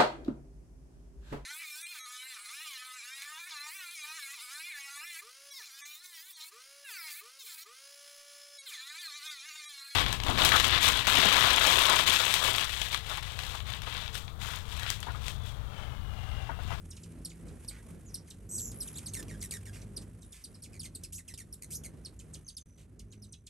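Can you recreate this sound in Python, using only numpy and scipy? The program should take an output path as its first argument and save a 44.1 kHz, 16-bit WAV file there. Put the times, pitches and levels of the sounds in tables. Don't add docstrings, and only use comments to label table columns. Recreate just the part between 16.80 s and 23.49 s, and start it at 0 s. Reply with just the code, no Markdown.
import sys
import numpy as np
from scipy import signal
from scipy.fft import rfft, irfft, next_fast_len
from scipy.io import wavfile

SR = 44100
rng = np.random.default_rng(int(sys.argv[2]) if len(sys.argv) > 2 else 0)


def waveform_to_disk(signal):
    frames = np.transpose(np.atleast_2d(signal))
    scaled = np.clip(frames, -1, 1) * 32767
    samples = np.round(scaled).astype(np.int16)
    wavfile.write(sys.argv[1], SR, samples)


N = 295029
TIME = np.arange(N) / SR


def amp(db):
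    return 10 ** (np.asarray(db) / 20)


def unit(x):
    return x / np.sqrt(np.mean(x ** 2) + 1e-20)


def at_hz(points, hz):
    f, value = np.transpose(points)
    return np.interp(np.log(hz + 1), np.log(f + 1), value)


def at_time(rows):
    return np.interp(TIME, *np.transpose(rows))


def add(mix, start_s, sound):
    part = mix[:, max(round(start_s * SR), 0):][:, :sound.shape[1]]
    part += sound[:, :part.shape[1]]


def colour(x, points):
    size = next_fast_len(x.shape[-1])
    gain = amp(at_hz(points, np.fft.rfftfreq(size, 1 / SR)))
    return irfft(rfft(x, size) * gain, size)[..., :x.shape[-1]]


def wander(rate_hz, size=N):
    full = next_fast_len(size)
    f = np.fft.rfftfreq(full, 1 / SR)
    spectrum = rfft(rng.standard_normal(full)) * np.exp(-(f / rate_hz) ** 2) * (f > 0)
    return unit(irfft(spectrum, full))[:size]


def air(points, spread):
    mid, side = colour(rng.standard_normal((2, N)), points)
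    return unit(mid) + spread * unit(side) * np.array([[1], [-1]])


# multiple of the beat rate, level in dB.
FAST_HARMONICS = [(1, -2), (2, -1), (3, -10.5), (4, -14.5), (5, -29), (6, -22.5)]
SLOW_HARMONICS = [(1, -9.5), (2, -0.5), (3, -15), (4, -9), (5, -22), (6, -28), (7, -21), (8, -19.5)]
FAST_BEAT_HZ, SLOW_BEAT_HZ = 80.8, 52.1
def wing_hum(beat_hz, harmonics, waver=0.01248, unsteady_db=2):
    size = len(beat_hz)
    phase = 2 * np.pi * np.cumsum(beat_hz * (1 + waver * wander(12.18, size))) / SR
    return sum(amp(db + unsteady_db * wander(9.8, size)) * np.sin(k * phase + 2 * np.pi * rng.random())
               for k, db in harmonics)


# time in seconds, level in dB.
STIR = [(0.03, -61), (1.6, -60.5), (1.81, -56), (2.25, -61), (2.46, -52), (2.66, -57.5), (3.29, -57.5),
        (3.61, -70), (3.68, -61.5), (4.15, -61.5), (4.26, -69.5), (5.02, -60), (5.56, -63), (5.69, -71.5),
        (6.26, -63), (6.69, -73)]
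USUAL_STIR_DB = -60
def hovering(beat_hz, harmonics, level_db, follow, drift=.025, sway_db=2.0):
    bustle_db = follow * (at_time(STIR) - USUAL_STIR_DB) + sway_db * wander(3.4)
    return amp(level_db + bustle_db) * wing_hum(beat_hz * (1 + drift * wander(1.49)), harmonics)


# frequency in Hz, relative density in dB.
RUMBLE = [(15, -52), (28, -24), (38, -10), (50, 9.5), (70, 1), (120, -7), (250, -10.5), (600, -43),
          (2000, -94)]
WASH = [(20, -28), (40, -9), (90, 9.5), (200, 6), (300, 2), (420, -0.5), (600, -7.5), (900, -18),
        (1600, -19), (3000, -29.5), (8000, -35), (11500, -67), (12600, -74)]
HISS = [(300, -10), (1000, 3.5), (2500, 1.5), (4500, -7), (6500, -1), (9000, 5), (11000, 9.5),
        (12100, -5.5), (12600, -34)]
# time in seconds, level in dB.
HISS_LEVEL = [(0, -70), (1, -69), (1.7, -73), (2.08, -63), (2.75, -68.5), (3.3, -72.5), (4.6, -76.5),
              (5.6, -73.5), (6.05, -82.5), (6.69, -85)]
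def air_noise(rumble_db=-59.0, rumble_follow=0.38, wash_db=-62.0, wash_follow=1.19):
    stir_db = at_time(STIR) - USUAL_STIR_DB
    rumble = amp(rumble_db + rumble_follow * stir_db + 1.15 * wander(7.4)) * air(RUMBLE, spread=0.027)
    flicker_db = 1.76 * wander(90) + 2.47 * wander(5.9)
    wash = amp(wash_db + wash_follow * stir_db + flicker_db) * air(WASH, spread=0.41)
    hiss = amp(at_time(HISS_LEVEL) + 2.7 * wander(80)) * air(HISS, spread=0.36)
    return rumble + wash + hiss


# time when nearest in seconds, time to close in in seconds,
# wingbeat rate in Hz, hum level in dB.
PASSES = [(0.051, 0.056, 43, -50), (0.3, 0.17, 84, -57), (0.719, 0.22, 82.4, -57), (1.14, 0.041, 85, -52.5),
          (1.799, 0.24, 87, -57), (1.84, 0.1, 56, -50), (2.2, 0.19, 75.6, -55), (2.35, 0.047, 48, -48),
          (2.55, 0.1, 50.4, -47), (2.79, 0.055, 50, -51.5), (3.12, .18, 51, -51.5), (4.031, .09, 79, -57.5),
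          (4.26, 0.14, 44, -54.5), (4.979, 0.1, 75, -60), (5.55, 0.076, 77, -57.5), (6.27, 0.17, 52, -56)]
FLIGHT_M_PER_S, SOUND_M_PER_S = 2.948, 343
def passes():
    out = np.zeros((2, N + SR))
    t = np.arange(2 * SR) / SR - 1
    for nearest_s, closing_s, beat_hz, level_db in PASSES:
        distance = np.hypot(1, t / closing_s)
        doppler = 1 - FLIGHT_M_PER_S / SOUND_M_PER_S * t / closing_s / distance
        harmonics = FAST_HARMONICS if beat_hz > (FAST_BEAT_HZ + SLOW_BEAT_HZ) / 2 else SLOW_HARMONICS
        envelope = amp(level_db) / distance ** 2 * signal.windows.tukey(len(t), .5)
        add(out, nearest_s, envelope * wing_hum(beat_hz * doppler, harmonics)[None])
    return out[:, SR:]


def with_echoes(sound, echo_db, early=0.25, spread_s=.014, tail=0.88, t60_s=0.12, port_lag_s=.00008):
    t = np.arange(SR // 4) / SR
    delay, strength, side = rng.random((3, 7))
    taps = np.zeros((2, len(t)))
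    for port, sign in enumerate((1, -1)):
        arrival_s = .002 + spread_s * delay + sign * port_lag_s * (side - .5)
        taps[port, (arrival_s * SR).astype(int)] = strength + .5
    envelope = amp(-60 * t / t60_s) * np.minimum(t / 0.0035, 1)
    shared, left, right = rng.standard_normal((3, len(t))) * envelope
    diffuse = shared + .5 * np.array([left, right])
    response = early * taps / np.linalg.norm(taps[0]) + tail * diffuse / np.linalg.norm(diffuse[0])
    heard = amp(echo_db) * signal.fftconvolve(sound[None], response, axes=1)
    heard[:, :len(sound)] += sound
    return heard


# frequency in Hz, gain in dB.
THROAT = [(1500, -0.5), (2100, -4.5), (2700, -7), (3500, -6), (5000, -1), (7000, 5.5), (8500, 8),
          (11000, 12), (13000, -14)]
ATTACK_S, RELEASE_S = 0.00062, 0.00043
NEAR_CALL_DB, ECHO_DB_PER_DB = -54.5, 0.1928
def syrinx(rows, contour, echo_db, rough, scratch, shake_db=2.5, waver=0.012, flutter_hz=900,
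           warble=0., warble_hz=98, settle=0., throb=0., throb_hz=95):
    out = np.zeros((2, N))
    share, contour_hz, contour_db = np.transpose(contour)
    for start_s, length, pitch, level_db, tilt_db in rows:
        t = np.arange(int(length * SR)) / SR
        progress = t / length
        flutter, drift, shake, grit = (wander(r, 12288)[:len(t)] for r in (flutter_hz, 200, 300, 1800))
        swing = np.tanh(-2 * np.cos(2 * np.pi * warble_hz * t)) * (1 - settle * progress)
        bend = np.exp(rough * flutter + waver * drift + warble * swing)
        hz = pitch * np.interp(progress, share, contour_hz) * bend
        phase = 2 * np.pi * np.cumsum(hz) / SR
        voice = sum(amp(at_hz(THROAT, k * hz) + tilt_db * np.log2(k)) * np.sin(k * phase)
                    * np.clip((SR / 3 - k * hz) / 2000, 0, 1) for k in range(1, 8))
        effort = amp(np.interp(progress, share, contour_db) + shake_db * shake)
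        effort *= 1 + scratch * grit
        pulsing = 1 - throb * np.cos(2 * np.pi * throb_hz * t)
        edges = np.clip(np.minimum(t / ATTACK_S, (length - t) / RELEASE_S), 0, 1)
        call = unit(voice * effort * pulsing * edges)
        far_db = ECHO_DB_PER_DB * (NEAR_CALL_DB - level_db)
        add(out, start_s, amp(level_db) * with_echoes(call, echo_db + far_db))
    return out


# share of its length, pitch in Hz, level in dB.
TICK = [(0, 8450, -3), (.14, 7953, -3.5), (.24, 5600, 2.5), (0.451, 3758, 1.5), (1, 2428, -4.5)]
# start in seconds, length in seconds, pitch factor, level in dB,
# overtone tilt in dB per octave.
TICKS = [(0.104, 0.032, 1.09, -57, -13.5), (0.164, 0.019, 0.85, -61, -10.5), (0.232, 0.017, 0.9, -60, -10),
         (0.494, 0.029, 0.85, -61.5, -11), (0.681, 0.016, 0.94, -67.5, -14),
         (1.471, 0.023, 0.59, -65.5, -4.5), (1.502, 0.017, 1.05, -55.5, -11.5),
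         (1.913, 0.015, 0.91, -56.5, -3.5), (2.138, 0.012, 1.2, -63, -10),
         (2.606, 0.038, 0.92, -53.5, -7.5), (3.017, 0.013, 0.77, -62, -11.5),
         (3.212, 0.02, 0.98, -62.5, -6), (3.416, 0.026, 1.09, -65, -9), (3.52, 0.016, 1.08, -56, -7),
         (3.831, 0.033, 0.92, -57.5, -8), (4.048, 0.019, 1, -57, -16), (4.377, 0.018, 0.77, -54.5, 0),
         (5.391, 0.022, 0.9, -59, -7.5), (5.535, 0.029, 1.03, -54.5, -9), (6.192, 0.019, 0.82, -60, -8),
         (6.317, 0.027, 0.83, -64.5, -10), (6.523, 0.029, 1.08, -58, -17), (6.665, 0.02, 0.9, -58.5, -11)]
def ticks():
    return syrinx(TICKS, TICK, echo_db=-3, rough=.026, waver=.03, shake_db=3, scratch=.4)


CHIP = [(0, 6200, -4), (.2, 5300, 2), (.5, 4500, .5), (.8, 3800, -4), (1, 2700, -13)]
CHIPS = [(0.448, 0.019, 0.98, -45, -5), (0.879, 0.022, 0.97, -45, -5), (1.342, 0.02, 0.97, -44, -5.5),
         (1.779, 0.027, 0.92, -46.5, -4), (2.005, 0.033, 0.96, -43.5, -1.5),
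         (2.075, 0.017, 0.64, -50.5, -4), (2.259, 0.022, 0.93, -46.5, -5), (3.164, 0.019, 1, -45, -7.5),
         (3.639, 0.019, 0.97, -50.5, -7.5), (3.743, 0.02, 0.97, -63.5, -10.5),
         (3.821, 0.019, 0.95, -56, -2), (3.994, 0.028, 0.93, -49, -6), (4.149, 0.019, .86, -48.5, -2.5),
         (4.235, 0.022, 1.02, -55.5, -11), (4.538, 0.014, 0.9, -53.5, -9), (4.725, 0.022, 1.006, -50.5, 0),
         (5.248, 0.026, 0.96, -51.5, -12.5), (5.679, 0.029, 0.94, -53.5, -10),
         (5.767, 0.022, 0.91, -49.5, -7), (6.42, 0.038, 0.96, -61.5, -7.5)]
def chips():
    return syrinx(CHIPS, CHIP, echo_db=-3.5, rough=.011, waver=.015, scratch=.16)


# frequency in Hz, relative density in dB.
KNOCK = [(100, 20.5), (400, 0), (900, -11), (2000, -8.5), (6000, -8), (12000, -8)]
# start in seconds, level in dB.
KNOCKS = [(0.847, -47), (2.427, -41), (4.539, -48)]
def knocks(decay_s=0.0063):
    out = np.zeros((2, N))
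    t = np.arange(2048) / SR
    for start_s, level_db in KNOCKS:
        burst = unit(colour(rng.standard_normal(len(t)), KNOCK)) * np.exp(-t / decay_s)
        add(out, start_s, amp(level_db) * burst[None])
    return out


SAG = [(0, 2500, 0), (.4, 2200, -2), (1, 2050, -8)]
SCOLDS = [(.905, 0.1, 0.9, -67, -11), (2.93, 0.075, 1.11, -62.5, -8), (3.54, .09, 1.1, -66.5, -6.5),
          (5.975, 0.06, 1.24, -72.5, -8)]
def scolds():
    return syrinx(SCOLDS, SAG, echo_db=-1.5, rough=.22, scratch=.6, shake_db=3, flutter_hz=2000)


WHISTLE = [(0, 7300, 0), (.45, 6600, 4), (.8, 5640, 1), (1, 4700, -2.5)]
WHISTLES = [(1.259, 0.05, 0.97, -69.5, -25), (1.367, 0.032, 0.84, -69, -26.5),
            (2.28, 0.014, 0.95, -54.5, -11)]
def whistles():
    return syrinx(WHISTLES, WHISTLE, echo_db=-1, rough=0.0013, waver=0.0058, scratch=.1)


TRILL = [(0, 7000, -9), (.12, 7400, 2), (.3, 7250, 3), (.5, 7050, 2), (.75, 6750, -1), (.93, 6550, -6),
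         (1, 5700, -13)]
TRILLS = [(1.69, 0.228, 0.94, -47.5, -0.46)]
def trill():
    return syrinx(TRILLS, TRILL, echo_db=0, rough=.018, scratch=.1,
                  warble=.19, warble_hz=98, settle=.35, throb=.45, throb_hz=98)


# start in seconds, length in seconds, pitch at the stroke's crest in Hz,
# wingbeat rate in Hz, level in dB.
WING_TRILLS = [(1.928, 0.22, 10750, 70, -57), (3.432, 0.3, 9700, 68, -72), (5.642, 0.21, 6280, 48, -67.5),
               (5.865, 0.15, 6050, 52, -79.5), (6.279, 0.34, 6100, 43, -81)]
def wing_trills(sharpness=3.4, bend=0.028, uneven_db=3, echo_db=-4):
    out = np.zeros((2, N))
    for start_s, length, hz, beat_hz, level_db in WING_TRILLS:
        t = np.arange(int(length * SR)) / SR
        stroke = np.sin(2 * np.pi * beat_hz * t)
        pitch = hz * (1 + bend * (stroke - 1) + .016 * wander(700, 32768)[:len(t)])
        force = np.exp(sharpness * stroke) * amp(uneven_db * wander(35, 32768)[:len(t)])
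        tone = np.sin(2 * np.pi * np.cumsum(pitch) / SR)
        pips = unit(force * tone * signal.windows.tukey(len(t), .1))
        add(out, start_s, amp(level_db) * with_echoes(pips, echo_db))
    return out


ARCH = [(0, 3880, -8), (.2, 3320, -1), (.5, 4250, 1.5), (.75, 3700, -3), (1, 2220, 0)]
ARCHES = [(2.154, 0.0402, 0.99, -49, -4.5)]
def arch():
    return syrinx(ARCHES, ARCH, echo_db=-5, rough=0.023, shake_db=3.0, scratch=0.19)


SQUEAL = [(0, 4800, 1), (.09, 3200, 3), (.2, 2250, -1), (.45, 1980, -3), (1, 1700, -9)]
SQUEALS = [(2.335, 0.074, 1.01, -46.5, -3), (2.709, 0.068, 1.01, -47, -3.5), (4.235, 0.025, 1.3, -51.5, -3)]
SLUR = [(0, 3600, 1), (.17, 2800, 3), (.42, 2280, 0), (.75, 2060, -1.5), (1, 1950, -4.5)]
SLURS = [(2.482, 0.079, 0.83, -59.5, -7.5), (2.855, 0.047, 0.8, -58.5, -5.5),
         (4.031, 0.04, 1.01, -53.5, -4), (4.379, 0.031, 0.93, -61, -6.5), (4.479, 0.047, .94, -55.5, -4.5),
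         (4.576, 0.046, 0.97, -54, -3.5), (5.036, 0.033, 1.01, -51, -3)]
def squeals():
    voice = dict(echo_db=-5, waver=.035, scratch=.3, throb=-.22, throb_hz=65)
    return (syrinx(SQUEALS, SQUEAL, rough=.022, shake_db=3.2, **voice)
            + syrinx(SLURS, SLUR, rough=.02, shake_db=3.3, **voice))


STUTTERS = [(2.624, 0.039, 0.89, -47.5, -0.5), (3.929, 0.05, 1, -63.5, -7), (4.819, .034, 0.94, -53, -1.5)]
def stutters():
    return syrinx(STUTTERS, SAG, echo_db=-5.5, rough=0.059, scratch=0.2,
                  warble=0.026, throb=0.77, throb_hz=96.6)


RASP = [(0, 2153, -8), (.2, 2730, -0.5), (.45, 4610, -1), (.7, 5900, 1.5), (1, 6060, -6)]
RASPS = [(4.323, .058, 1.2, -51.5, -0.3), (4.905, .071, 1, -48, 0.14)]
def rasps():
    return syrinx(RASPS, RASP, echo_db=-0.5, rough=0.056, scratch=0.12, flutter_hz=1500,
                  warble=0.113, warble_hz=479)


def scene():
    fast = hovering(FAST_BEAT_HZ, FAST_HARMONICS, level_db=-63.5, follow=0.95)
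    slow = hovering(SLOW_BEAT_HZ, SLOW_HARMONICS, level_db=-61.5, follow=0.57)
    return (fast + slow + air_noise() + passes() + ticks() + chips() + knocks() + scolds() + whistles()
            + trill() + wing_trills() + arch() + squeals() + stutters() + rasps())


# frequency in Hz, lead of the left in radians.
PORT_PHASE = [(200, 0), (2000, -.3), (5000, -.55), (6500, -.35), (7600, -1.6), (8700, .2), (9300, 1.7),
              (10400, 3.14), (11600, 4.9), (13000, 5.6)]
# frequency in Hz, left minus right in dB.
PORT_BALANCE = [(60, -1), (300, -0.7), (700, -3), (1300, -3.5), (2500, -4), (5000, -3.5), (9000, -1),
                (12000, 0.5)]
# time in seconds, gain in dB.
GAIN = [(5.826, 5), (5.838, -52), (5.853, -35), (5.86, 4.5)]
CUTOFF_HZ = 13000
def record(dry):
    size = next_fast_len(N + 4096)
    hz = np.fft.rfftfreq(size, 1 / SR)
    left = amp(at_hz(PORT_BALANCE, hz) / 2) * np.exp(.5j * at_hz(PORT_PHASE, hz))
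    heard = irfft(rfft(dry, size) * np.array([left, 1 / left]), size)[:, :N] * amp(at_time(GAIN))
    lowpass = signal.firwin(127, CUTOFF_HZ, window=("kaiser", 8), fs=SR)
    return signal.oaconvolve(heard, lowpass[None], "same", axes=1)


dry = scene()
out = record(dry)
waveform_to_disk(out)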